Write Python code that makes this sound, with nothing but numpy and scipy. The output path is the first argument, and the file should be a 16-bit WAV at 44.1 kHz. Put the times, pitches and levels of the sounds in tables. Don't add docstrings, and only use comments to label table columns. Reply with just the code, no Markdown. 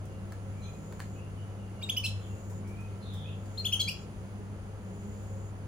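import sys
import numpy as np
from scipy import signal
from scipy.fft import rfft, irfft
from scipy.io import wavfile

SR = 44100
rng = np.random.default_rng(int(sys.argv[2]) if len(sys.argv) > 2 else 0)


def transcribe(u):
    v = np.clip(np.atleast_2d(u).T, -1, 1)
    q = np.round(v * 32767).astype(np.int16)
    wavfile.write(sys.argv[1], SR, q)


N = 250047
TIME_S, BINS_HZ = np.arange(N) / SR, np.fft.rfftfreq(N, 1 / SR)


def amp(db):
    return 10 ** (np.asarray(db) / 20)


def unit(x):
    return x / np.sqrt(np.mean(x ** 2) + 1e-20)


def curve(points, hz):
    freq_hz, value = np.transpose(points)
    return np.interp(np.log(hz + 1), np.log(freq_hz + 1), value)


def add(mix, start_s, sound):
    part = mix[..., max(round(start_s * SR), 0):][..., :sound.shape[-1]]
    part += sound[..., :part.shape[-1]]


def pan(side_db):
    gains = amp([[side_db / 2], [-side_db / 2]])
    return gains / np.sqrt(np.mean(gains ** 2))


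def noise(spectrum):
    return unit(irfft(rfft(rng.standard_normal(N)) * spectrum, N))


def peak(hz, width_hz):
    return 1 / (1 + ((BINS_HZ - hz) / width_hz) ** 2)


def wobble(size, rate_hz):
    knots = rng.standard_normal(int(size * rate_hz / SR) + 2)
    return np.interp(np.arange(size) * rate_hz / SR, np.arange(len(knots)), knots)


def diffuse_noise(spectrum, left_lag_s=0.00019):
    # freq_hz, coherence
    likeness = [(120, 1), (240, 0.84), (480, 0.81), (950, 0.54), (1900, 0.17), (8000, 0.19)]
    # freq_hz, left_over_right_db
    balance = [(60, 7), (120, -2.5), (480, 2), (1900, -2), (7500, -0.5), (15000, -2)]
    left, other = rfft(rng.standard_normal((2, N))) * spectrum
    coherence = np.clip(curve(likeness, BINS_HZ), 0, 1)
    right = coherence * left + np.sqrt(1 - coherence ** 2) * other
    right *= np.exp(2j * np.pi * BINS_HZ * left_lag_s)
    lean = amp(curve(balance, BINS_HZ) / 2)
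    return unit(irfft(np.array([left * lean, right / lean]), N))


def motor(hum_hz=99.85, wander=0.0027, waver_db=1.5, left_lag_rad=0.41):
    # time_s, level_db
    hum_levels = [(0.0, -43.5), (0.69, -40.5), (0.76, -48.5), (1.42, -39.5), (1.77, -44.5), (2.18, -34.5),
                  (2.24, -47.5), (2.34, -37), (2.42, -50), (2.49, -39), (2.95, -41.5), (3.02, -49),
                  (3.08, -38.5), (3.43, -42), (3.89, -38.5), (3.93, -46), (5.64, -40.5), (5.67, -40)]
    # pitch_hz, width_hz, level_db
    tones = [(44, 30, -62.5), (71, 17, -53), (154.8, 3.8, -55), (189.5, 4.3, -52.5), (203.6, 9.7, -51.5),
             (303, 45, -65.5), (348.5, 4.6, -65), (403.6, 2.6, -61), (434.3, 22, -62), (488, 17, -65),
             (538.5, 4.6, -62), (720, 2, -77), (1344, 1.3, -69.5)]
    time_s, level_db = np.transpose(hum_levels)
    phase = 2 * np.pi * np.cumsum(hum_hz * (1 + wander * wobble(N, 5.69))) / SR
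    level = amp(np.interp(TIME_S, time_s, level_db) + waver_db * wobble(N, 16))
    hum = np.sqrt(2) * level * np.sin([phase - left_lag_rad, phase])
    density = sum(amp(db) ** 2 * peak(hz, width) ** 2 / (width * np.pi / 2) for hz, width, db in tones)
    drone = np.sqrt(density.sum() * SR / N) * diffuse_noise(np.sqrt(density))
    return pan(side_db=1.5) * hum + drone


def outdoors(wash_db=-47.5, cutoff_hz=2000, hiss_db=-62.5, drift_db=0.5):
    # freq_hz, relative_db
    wash_shape = [(15, -52), (25, -33), (42, -15.5), (95, -8), (126, -11.5), (190, -21.5), (250, -17),
                  (400, -22.5), (600, -22.5), (1000, -27.5), (2000, -33.5)]
    # freq_hz, relative_db
    hiss_shape = [(1200, -26), (2000, 5.5), (3000, 4), (3900, -3), (4700, -1.5), (5600, -5.5), (6600, 2),
                  (8300, -8.5), (9900, 1), (12000, -17), (13800, -10), (16000, -14.5)]
    wash = diffuse_noise(amp(curve(wash_shape, BINS_HZ)) / (1 + (BINS_HZ / cutoff_hz) ** 8))
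    hiss = diffuse_noise(amp(curve(hiss_shape, BINS_HZ)))
    return amp(wash_db) * wash + amp(hiss_db + drift_db * wobble(N, 5.62)) * hiss


def cage_taps():
    # start_s, level_db, body_over_tick_db, decay_s
    contacts = [(0.054, -56, -14, .008), (.322, -49.5, 7.5, 0.0039), (.9245, -52, 8, 0.0036),
                (.995, -51, 4, 0.0023), (1.0024, -45.5, 11, 0.0027), (1.0202, -50.5, 3, .0035),
                (2.499, -57, -7, 0.025), (2.675, -60.5, -8, 0.032), (2.805, -59, -17, .008),
                (3.135, -57.5, -4, 0.032), (3.458, -57.5, 4, 0.0038)]
    # freq_hz, relative_db
    tick_shape = [(1500, -31), (3500, -19), (5500, 1.5), (8000, 1.5), (11000, -3), (15000, -4)]
    # freq_hz, width_hz, relative_db
    modes = [(1060, 130, 6.5), (1630, 300, 4), (2300, 220, -11), (4300, 690, -11.5)]
    tick = noise(amp(curve(tick_shape, BINS_HZ)))
    body = noise(sum(amp(db) * peak(hz, width) for hz, width, db in modes))
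    out, t = np.zeros((2, N)), np.arange(SR // 10) / SR
    for start_s, level_db, body_db, decay_s in contacts:
        span = rng.integers(0, N - len(t), (2, 1)) + np.arange(len(t))
        contact = tick[span] + amp(body_db) * body[span[0]]
        add(out, start_s, amp(level_db) * contact * np.exp(-t / decay_s))
    return out


def yard_reverb(x, t60_scale, gap_s):
    # freq_hz, base_t60_s
    decay = [(500, 0.055), (3000, 0.39), (6000, 0.31), (10000, 0.21), (15000, 0.13)]
    reflections = rng.choice([-1., 1.], (2, SR)) * (rng.random((2, SR)) < .1)
    reflections *= np.arange(SR) > gap_s * SR
    hz, t, bands = signal.stft(reflections, SR, nperseg=256)
    t60_s = t60_scale * curve(decay, hz)[:, None]
    tail = signal.istft(bands * amp(-60 * t / t60_s), SR, nperseg=256)[1]
    return signal.fftconvolve(x, tail / np.linalg.norm(tail[0]), axes=1)[:, :N]


def far_birds(waver=0.086, direct_db=-6, reverb_db=-1):
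    # start_s, length_s, start_hz, end_hz, source_db, roughness
    notes = [(0.082, 0.056, 2870, 2730, -69, 0.06), (.50, 0.2, 2285, 2410, -66, 0.46),
             (0.628, 0.091, 2470, 2476, -63.5, 0.27), (0.613, 0.043, 4010, 4030, -57.5, 0.25),
             (0.618, 0.057, 3650, 3340, -63, 1.18), (0.618, 0.043, 6050, 6100, -63, 0.54),
             (1.141, .10, 2426, 2920, -62.5, 0.07), (1.138, .056, 2980, 2770, -66, 0),
             (1.363, .08, 3016, 2875, -62.5, .25), (1.57, 0.076, 3010, 2700, -66, 0.27),
             (1.73, 0.27, 2900, 2610, -61, 0.22), (2.194, 0.081, 3350, 3130, -63.5, 0.95),
             (2.29, 0.036, 2760, 2720, -59.5, 0.04), (2.622, 0.13, 2300, 2390, -63, 0.38),
             (2.74, 0.11, 2424, 2583, -60, 0.17), (3.238, 0.068, 2360, 2900, -57, .2)]
    song = np.zeros((2, N))
    for start_s, length_s, start_hz, end_hz, source_db, roughness in notes + far_trill():
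        size = int(length_s * SR)
        hz = np.linspace(start_hz, end_hz, size) * (1 + waver * roughness * wobble(size, 488))
        level = np.sqrt(2) * amp(source_db) * signal.windows.tukey(size, .5)
        add(song, start_s, level * np.sin(2 * np.pi * np.cumsum(hz) / SR))
    return amp(direct_db) * song + amp(reverb_db) * yard_reverb(song, t60_scale=0.99, gap_s=0.0059)


def insect(pitch_hz=6950, width_hz=330, octave_db=-17, swell_s=0.32, stop_s=0.046):
    # start_s, end_s, level_db
    bouts = [(0.392, 1.228, -64.5), (2.02, 2.632, -62.5), (3.247, 4.075, -63.5), (4.722, 5.533, -64)]
    level = np.zeros(N)
    for start_s, end_s, level_db in bouts:
        ramp = np.minimum((TIME_S - start_s) / swell_s, (end_s - TIME_S) / stop_s)
        level += amp(level_db) * np.clip(ramp, 0, 1)
    spectrum = peak(pitch_hz, width_hz) + amp(octave_db) * peak(2 * pitch_hz, 2 * width_hz)
    return level * diffuse_noise(spectrum)


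def chirp_contour(t, length_s, start_hz, top_hz, leap_at_s, leap_s, sag_hz):
    scoop_hz = 405 * np.exp(-t / 0.0071)
    leap = .5 + .5 * np.tanh(2 * (t - leap_at_s) / leap_s)
    hz = start_hz - scoop_hz + (top_hz - start_hz) * leap - sag_hz * (t / length_s) ** 3.5
    attack_db = -16.5 * np.maximum(1 - t / .013, 0) ** 2
    release_db = -7 * np.maximum(1 - (length_s - t) / .010, 0) ** 2
    flat_khz = np.maximum(np.median(hz) - hz, 0) / 1000
    return hz, attack_db + release_db - 7.5 * flat_khz


def syrinx(hz, level_db, jitter, shimmer=0.051):
    size = len(hz)
    pitch_hz = hz * (1 + jitter * wobble(size, 1450))
    level = np.sqrt(2) * amp(level_db) * signal.windows.tukey(size, .14)
    level *= 1 + shimmer * wobble(size, 1206)
    return pitch_hz, 2 * np.pi * np.cumsum(pitch_hz) / SR, level


def canary(rasp_db=-29, hoarse_db=-22, upper_pan_db=-3, flutter_db=4.5, blur_rad=0.26, tremor_db=0.2):
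    # start_s, length_s, start_hz, top_hz, leap_at_s, leap_s, sag_hz,
    # level_db, octave_db, high_overtones_db, left_over_right_db, left_lead_s
    chirps = [ (1.813, 0.038, 2470, 3793, 0.014, .0045, 44, -38, -3, -23, 0.5, -6e-5),
              (1.888, 0.02, 2510, 3523, .0072, 0.0076, 78, -25.5, -6.5, -12, .5, -6e-5),
              (1.9645, .022, 2650, 3110, 0.0046, 0.0055, 200, -27, -1, -13, 0, -6e-5),
              (2.034, 0.037, 2690, 3580, .0290, 0.0087, 20, -33.5, -2, -8, .5, -4e-5),
              (3.571, 0.044, 2960, 4284, 0.0039, 0.0063, 140, -36, -22, -21, 4.5, -1e-5),
              (3.645, .032, 2720, 3560, 0.007, 0.0083, 810, -28.5, -3.5, -10.5, 5.5, 6e-5),
              (3.721, .028, 2780, 3343, 0.007, 0.0088, 540, -25, -3.5, -12, 3, 6e-5),
              (3.792, 0.031, 3400, 3423, 0.0024, 0.0042, 390, -27, 0.5, -20, 2.5, 5e-5),
              (3.874, 0.028, 2500, 3640, 0.02, 0.011, 870, -33, 0, -9, 3, 3e-5)]
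    second_voice = {3: (4380, 3880, -39, 1), 7: (4688, 3911, -29, 15.5)}
    mixed_orders = [(1, 1), (-1, 2), (0, 2), (1, 2), (2, 1), (2, 2)]
    mixed_db = [-17.5, -10, -13.5, -14, -34, -10]
    # freq_hz, gain_db
    throat = [(2000, -2), (4900, -3), (6200, -14.5), (8000, -8.5), (10000, -3), (12000, -9.5), (13500, -12),
              (14500, 3), (15600, -14)]
    whistle, bright = np.zeros((2, 2, N))
    rasp = noise(amp(curve(throat, BINS_HZ)) / (1 + BINS_HZ / 9000) * (BINS_HZ > 2200))
    for i, chirp in enumerate(chirps):
        start_s, length_s, *shape, level_db, octave_db, high_db, side_db, lead_s = chirp
        t = np.arange(0, length_s, 1 / SR)
        size = len(t)
        two_sided = i in second_voice
        jitter, noise_db = (0.017, hoarse_db) if two_sided else (.009, rasp_db)
        sweep_hz, swell_db = chirp_contour(t, length_s, *shape)
        voice_db = level_db + swell_db - tremor_db * wobble(size, 293)
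        hz, phase, level = syrinx(sweep_hz, voice_db, jitter)
        port_shift = 2 * np.pi * hz * lead_s * np.array([[.5], [-.5]])
        phase = phase + port_shift
        effort = level / level.max()
        upper = amp(noise_db) * level * rasp[round(start_s * SR):][:size] * np.ones((2, 1))
        for k in range(2, 7):
            strength = amp(octave_db) if k == 2 else amp(high_db) * effort ** .75
            colour = amp(curve(throat, k * hz)) * (k * hz < SR / 2)
            flutter = amp(flutter_db * wobble(size, 450))
            overtone = np.sin(k * phase + blur_rad * wobble(size, 2500))
            upper += level * strength * colour * flutter * overtone
        if two_sided:
            from_hz, to_hz, second_db, growth_db = second_voice[i]
            voice2_db = second_db + swell_db + growth_db * (t / length_s - 1)
            _, phase2, level2 = syrinx(np.linspace(from_hz, to_hz, size), voice2_db, jitter)
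            phase2 = phase2 + port_shift
            upper += level2 * np.sin(phase2)
            for (m, n), db in zip(mixed_orders, mixed_db):
                upper += amp(db) * level2 * effort * np.sin(m * phase + n * phase2)
        add(whistle, start_s, pan(side_db) * level * np.sin(phase))
        add(bright, start_s, pan(side_db + upper_pan_db) * upper)
    return whistle, bright


def echoes(x, spread_s=0.00077):
    # delay_s, gain_db
    reflections = [(.0045, -18), (0.025, -16.5), (.030, -20)]
    out = np.zeros((2, N))
    for delay_s, gain_db in reflections:
        for port, source in zip(out, x):
            add(port, delay_s + spread_s * rng.uniform(-0.987, 1), amp(gain_db) * source)
    return out


def far_trill(start_s=3.005, count=6, step_s=0.05, note_s=0.0755, slur_hz=600, roughness=.8):
    after_s = np.arange(count) * step_s
    pitch_hz = 3650 + 600 * np.exp(-after_s / .09)
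    source_db = -57.5 - 1.5 * np.linspace(-1, 1, count) ** 2
    return [(start_s + s, note_s, hz, hz - slur_hz, db, roughness)
            for s, hz, db in zip(after_s, pitch_hz, source_db)]


def scene(beam_db=4.0):
    whistle, bright = canary()
    taps = cage_taps()
    bird = whistle + bright
    thrown = whistle + amp(beam_db) * bright
    scatter = amp(-12) * yard_reverb(thrown, t60_scale=.45, gap_s=.006)
    walls = amp(-14) * yard_reverb(thrown, t60_scale=1.05, gap_s=.02)
    cage = taps + amp(-4) * yard_reverb(taps, t60_scale=0.91, gap_s=.005)
    return bird + echoes(bird) + scatter + walls + cage + far_birds() + insect() + motor() + outdoors()


def record(dry):
    lowpass = signal.firwin(511, 16100, window=("kaiser", 9), fs=SR)
    return signal.oaconvolve(dry, lowpass[None], "same")


dry = scene()
out = record(dry)
transcribe(out)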